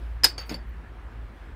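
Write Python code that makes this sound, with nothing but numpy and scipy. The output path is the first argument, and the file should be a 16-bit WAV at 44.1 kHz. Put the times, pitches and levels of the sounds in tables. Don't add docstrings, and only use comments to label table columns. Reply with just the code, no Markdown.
import sys
import numpy as np
from scipy import signal
from scipy.fft import rfft, irfft
from scipy.io import wavfile
from scipy.ndimage import uniform_filter1d

SR = 44100
rng = np.random.default_rng(int(sys.argv[2]) if len(sys.argv) > 2 else 0)


def transcribe(u):
    v = np.clip(np.atleast_2d(u).T, -1, 1)
    q = np.round(v * 32767).astype(np.int16)
    wavfile.write(sys.argv[1], SR, q)


def linear_from_db(decibels):
    return 10 ** (np.asarray(decibels, float) / 20)


N = 68355
RISE_S = 0.0005
UPPER_SWELL_S = 0.001
GRIP_S = 0.49


def evened(x):
    return x / np.sqrt(np.mean(x ** 2) + 1e-20)


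def read(points, hz):
    f, value = np.transpose(points)
    return np.interp(np.log(hz + 1), np.log(f + 1), value)


def add(mix, s, sound):
    part = mix[round(s * SR):][:len(sound)]
    part += sound[:len(part)]


def shaped(x, points, tilt_db=0):
    hz = np.fft.rfftfreq(x.shape[-1], 1 / SR)
    gain_db = read(points, hz) + tilt_db * np.log2(hz / 2000 + 0.29)
    return irfft(rfft(x) * linear_from_db(gain_db), x.shape[-1])


def ring(modes, scatter_db, pitch=1, rise_s=RISE_S):
    t = np.arange(SR // 3) / SR
    out = np.zeros(len(t))
    for (hz, db, t60), scatter in zip(modes, scatter_db):
        out += linear_from_db(db + scatter - 60 * t / t60) * np.sin(2 * np.pi * hz * pitch * t)
    return (1 - np.exp(-t / rise_s)) ** 2 * out


def strokes(start, end, bend):
    t = np.arange(N) / SR
    return np.sin(np.pi * np.clip((t - start) / (end - start), 0, 1) ** bend)


def wavering(hz, width):
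    f = np.fft.rfftfreq(N, 1 / SR)
    return evened(irfft(rfft(rng.standard_normal(N)) / (1 + (2 * (f - hz) / width) ** 4), N))


def tone(curve, turns):
    t = np.arange(N) / SR
    s, hz, db = np.transpose(curve)
    cycles = turns + np.cumsum(np.interp(t, s, hz)) / SR
    return np.sqrt(2) * linear_from_db(np.interp(t, s, db)) * np.sin(2 * np.pi * cycles)


# pitch in Hz, level in dB.
AIR_SPECTRUM = [(76, -17), (130, -5), (198, -5), (348, -7.5), (461, -11), (893, -13), (1660, -13.5),
                (6390, -41.5), (15800, -46)]


def air():
    frames, hz = N // 256 + 5, np.fft.rfftfreq(1024, 1 / SR)
    a, b, patches = rng.standard_normal((frames, 513, 3)).T
    swell = evened(uniform_filter1d(patches[0], 30))
    patches = evened(uniform_filter1d(uniform_filter1d(patches, 12, 0), 12, 1))
    level_db = read(AIR_SPECTRUM, hz)[:, None] + 1.4 * patches + 0.13 * swell
    z = (a + 1j * b) * linear_from_db(level_db) * (hz > 60)[:, None]
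    return linear_from_db(-50.5) * evened(signal.istft(z, nperseg=1024, noverlap=768)[1][:N])


# time in seconds, pitch in Hz, level in dB.
MAIN_HUM = [(0.0, 59.5, -39), (0.03, 56.94, -31.5), (0.172, 56.06, -35), (0.272, 55.4, -40.5),
            (0.518, 55.06, -38.5), (0.544, 55.93, -43), (0.604, 55.74, -35.5), (0.65, 55.32, -40),
            (0.694, 55.9, -32.5), (0.738, 55.1, -44), (0.768, 54.44, -39), (0.88, 52.86, -47),
            (1.078, 53.8, -36.5), (1.1, 53.2, -42), (1.23, 53.2, -37), (1.32, 50.7, -47.5),
            (1.342, 49.97, -40), (1.55, 49.56, -42)]
# time in seconds, pitch in Hz, level in dB.
SECOND_TONE = [(0, 67.8, -85), (.45, 66.57, -59.5), (.6, 66.6, -50.5), (1.0, 67.43, -50.5),
               (1.25, 65.15, -52.5), (1.55, 66.5, -49)]
# pitch in Hz, level in dB.
FUZZY_TONES = [(111.4, -54), (43, -53.5), (161.6, -67)]


def hum():
    out = tone(MAIN_HUM, 0) + tone(SECOND_TONE, 0.3)
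    for hz, db in FUZZY_TONES:
        out += linear_from_db(db) * wavering(hz, 11)
    rumble = wavering(60, 50)
    return out + linear_from_db(-46) * rumble


# pitch in Hz, time to fade by 60 dB in seconds.
ROOM_FADE = [(300, 0.22), (1500, .22), (3500, 0.18), (5100, 0.15), (9000, .14), (15000, 0.055)]


def room(x):
    taps = np.zeros(SR // 2)
    at = np.arange(120, len(taps) - 20, 20)
    taps[at + rng.integers(0, 20, len(at))] = rng.choice([-1., 1.], len(at))
    hz, t, z = signal.stft(taps, SR, nperseg=256)
    fade = linear_from_db(-60 * t / read(ROOM_FADE, hz)[:, None])
    tail = signal.istft(z * fade, SR, nperseg=256)[1]
    return signal.fftconvolve(x, tail / np.linalg.norm(tail))[:N]


# start in seconds, end in seconds, level in dB.
FIZZ_STROKES = [
    (0.246, .32, -58),
    (0.397, .43, -59),
    (.452, 0.513, -67),
    (0.487, .545, -64),
    (.69, 0.7, -68),
]
# pitch in Hz, level in dB.
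FIZZ_SPECTRUM = [(12900, -40), (13400, -3), (13900, -12), (14800, 0), (15300, -5), (15800, -25)]


def fizz(grit):
    patch = round(0.006 * SR)
    patches = evened(uniform_filter1d(uniform_filter1d(grit, patch), patch))
    hiss = evened(shaped(grit, FIZZ_SPECTRUM) * linear_from_db(3 * patches))
    out = np.zeros(N)
    for start, end, db in FIZZ_STROKES:
        out += linear_from_db(db) * strokes(start, end, 0.59) * hiss
    return out


# start in seconds, end in seconds, grit level in dB,
# level in dB of the glass rings it sets singing, tilt in dB per octave (higher is brighter).
RUBS = [
    (.378, 0.48, -47, -85, -2.5),
    (-0.18, .24, -62, -90, 6),
    (.245, .34, -52, -90, 8),
    (.492, 0.5834, -44, -63, 0),
    (.378, .435, -62, -68, 4.5),
    (.455, 0.55, -64, -72, 10),
    (1.36, 1.55, -62.5, -95.5, -1.5),
]
# pitch in Hz, level in dB.
GRIT_SPECTRUM = [(250, -23), (700, -4.5), (2500, -1.5), (4600, -12.5), (5300, -13.5), (6000, -23.5),
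                 (12000, -28), (15800, -33.5)]


def scraping(grit):
    high = UPPER_GLASS[1:]
    damped = [(hz, db, 0.12 * t60) for hz, db, t60 in high]
    sung = evened(signal.fftconvolve(grit, ring(damped, np.zeros(len(high))))[:N])
    out = np.zeros(N)
    for start, end, grit_db, sung_db, tilt_db in RUBS:
        hiss = evened(shaped(grit, GRIT_SPECTRUM, tilt_db))
        out += strokes(start, end, 0.5) * (linear_from_db(grit_db) * hiss + linear_from_db(sung_db) * sung)
    return out


# time in seconds, level in dB, pitch factor.
BASE_SLIPS = [
    (0.502, -38, 1.05),
    (0.5075, -34, 1.24),
    (0.5139, -27, 1.06),
    (0.5268, -31.5, 0.92),
    (0.537, -40, .85),
    (0.544, -34.5, 0.954),
    (.549, -38, .8),
]
# pitch in Hz, level in dB, time to fade by 60 dB in seconds.
BOARDS = [(177, -35, 0.076), (233, -2.5, 0.052), (304, 1, 0.044), (391, -7.5, 0.042), (546, -6, 0.036),
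          (647, -15, 0.032)]


def slips():
    out = np.zeros(N)
    for s, db, pitch in BASE_SLIPS:
        scatter = 4 * rng.standard_normal(len(BOARDS))
        add(out, s, linear_from_db(db) * ring(BOARDS, scatter, pitch))
    return out


def drag():
    grit = (rng.random(N) < 11000 / SR) * rng.standard_normal(N)
    return slips() + scraping(grit) + fizz(grit)


# pitch in Hz, level in dB.
CRACK_SPECTRUM = [(100, -40.5), (300, -18.5), (1500, -12.5), (3500, -9.5), (5000, -9), (7240, -10.5),
                  (12000, -16.5), (15800, -33)]


def crack(db, noise, dull_db=0):
    t = np.arange(len(noise)) / SR
    tilt_db = dull_db - 6.5 * (-11.0 - db) / 20
    envelope = (1 - np.exp(-t / RISE_S)) * linear_from_db(db - 60 * t / 0.048)
    return envelope * evened(shaped(noise, CRACK_SPECTRUM, tilt_db))


# time in seconds, pitch in Hz, level in dB,
# time to fade by 60 dB in seconds.
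LONE_RINGS = [(.3805, 6580, -39, .055), (.402, 6578, -53, .14), (.4935, 6592, -36, .04),
              (.494, 13370, -52, .07), (.511, 13370, -54, .1), (.544, 13380, -60, .09),
              (.462, 9400, -60, .05), (.494, 11880, -48, .03), (.4985, 9750, -50, .03),
              (.494, 2400, -42, .05), (.515, 7500, -52, .04), (.542, 11950, -52, .04),
              (.542, 10700, -54, .04), (.546, 7280, -55, .07), (.556, 12030, -55, .05),
              (.536, 15500, -58, .03), (.471, 7800, -60, .03), (.3805, 11860, -54, .03),
              (.381, 12850, -50, .06), (.392, 2280, -44, .05), (.58, 5080, -56, .06),
              (.381, 9380, -43, .07), (.409, 13385, -60, .1), (.402, 15000, -58, .04),
              (.416, 15050, -58, .04), (.381, 1380, -44, .07), (.258, 4602, -25, .12),
              (.29, 4612, -35, .12), (.335, 4590, -55, .2), (.245, 920, -27, .05), (.246, 450, -32, .06),
              (.38, 1650, -41, .05), (.669, 14800, -64, .04), (.697, 14900, -56, .01),
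              (.697, 13700, -58, .01)]


def lone_rings():
    out = np.zeros(N)
    for s, hz, db, t60 in LONE_RINGS:
        add(out, s, ring([(hz, db, t60)], [0], 1, UPPER_SWELL_S))
    return out


# time in seconds, then levels in dB of the crack, the low ring,
# the second ring and the upper rings.
GLASS_TAPS = [
    (0.3794, -32.5, -32, -48, -64),
    (0.3908, -43, -50, -37.5, -68),
    (0.4933, -34.5, -38, -35.5, -50),
    (.512, -50, -38, -46, -61),
    (0.5420, -38.5, -28, -44.5, -50.5),
]
# pitch in Hz, level in dB, time to fade by 60 dB in seconds.
LOW_GLASS = [(4556, -3, .14), (4606, 0, .2)]
HELD_GLASS = [(4590, 0, .06), (4608, -14, .08), (4380, -12, .03)]
SECOND_GLASS = [(5075, 0, .05), (5160, -3, .07), (5290, -8, .03)]
UPPER_GLASS = [(7250, -6, .06), (9390, -2, .05), (9740, -8, .03), (10720, -6, .04), (11860, -8, .03),
               (12030, -8, .04), (13380, -15, .06), (14990, -16, .03), (14750, -16, .03)]


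def clinks():
    out = np.zeros(N)
    for s, crack_db, low_db, second_db, upper_db in GLASS_TAPS:
        c = rng.standard_normal(9)
        low = HELD_GLASS if s > GRIP_S else LOW_GLASS
        add(out, s, crack(crack_db, rng.standard_normal(4096), -0.8))
        add(out, s, linear_from_db(low_db) * ring(low, 0.5 * c))
        add(out, s, linear_from_db(second_db) * ring(SECOND_GLASS, 0.63 * c[3:]))
        add(out, s, linear_from_db(upper_db) * ring(UPPER_GLASS, 1.3 * c, 0.97, UPPER_SWELL_S))
    return out


# time in seconds, then levels in dB of the crack,
# the main ring and the upper rings.
LANDINGS = [
    (.23492, -23, -5, -37),
    (.2424, -15.5, 8, -6),
    (.24684, -17, -9, -22),
    (.25304, -23, -10, -34),
    (.26112, -27.5, -27, -40),
]
# pitch in Hz, level in dB, time to fade by 60 dB in seconds.
LANDING_MAIN = [(5075, 0, .028), (5165, -11, .035), (4935, -9, .022), (4420, -14, .03), (4293, -17, .03)]
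# pitch in Hz, level in dB, time to fade by 60 dB in seconds.
LANDING_UPPER = [(11870, -3, 0.02), (9560, -3, .012), (15100, -2, .006), (10380, -5.5, 0.0069),
                 (8480, -6, .012), (1647, -8.5, 0.026), (354, -22.5, 0.055)]


def drops():
    out = np.zeros(N)
    for s, crack_db, main_db, upper_db in LANDINGS:
        c = rng.standard_normal(8)
        add(out, s, crack(crack_db, rng.standard_normal(4096)))
        add(out, s, linear_from_db(main_db) * ring(LANDING_MAIN, 0.6 * c, 0.99, 0.0016))
        add(out, s, linear_from_db(upper_db) * ring(LANDING_UPPER, 0.802 * c[1:]))
    return out


def scene():
    near = drops() + clinks() + lone_rings() + drag()
    return (near + linear_from_db(-14) * room(near) + hum() + air())[None]


# pitch in Hz, level in dB.
MIC_DIP = [(11900, 0), (12500, -8), (13000, -8.5), (13300, 0)]


def microphone(x):
    return 0.95 * np.tanh(shaped(x, MIC_DIP) / 0.95)


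def roll_off(x):
    return signal.sosfilt(signal.butter(12, 15920, fs=SR, output="sos"), x)


def record(dry):
    low_cut = signal.butter(2, 27, "high", fs=SR, output="sos")
    high_cut = signal.firwin(255, 15800, window=("kaiser", 9), fs=SR)
    x = signal.sosfilt(low_cut, microphone(dry))
    x = signal.oaconvolve(x, high_cut[None], "same")
    return roll_off(x)


dry = scene()
out = record(dry)
transcribe(out)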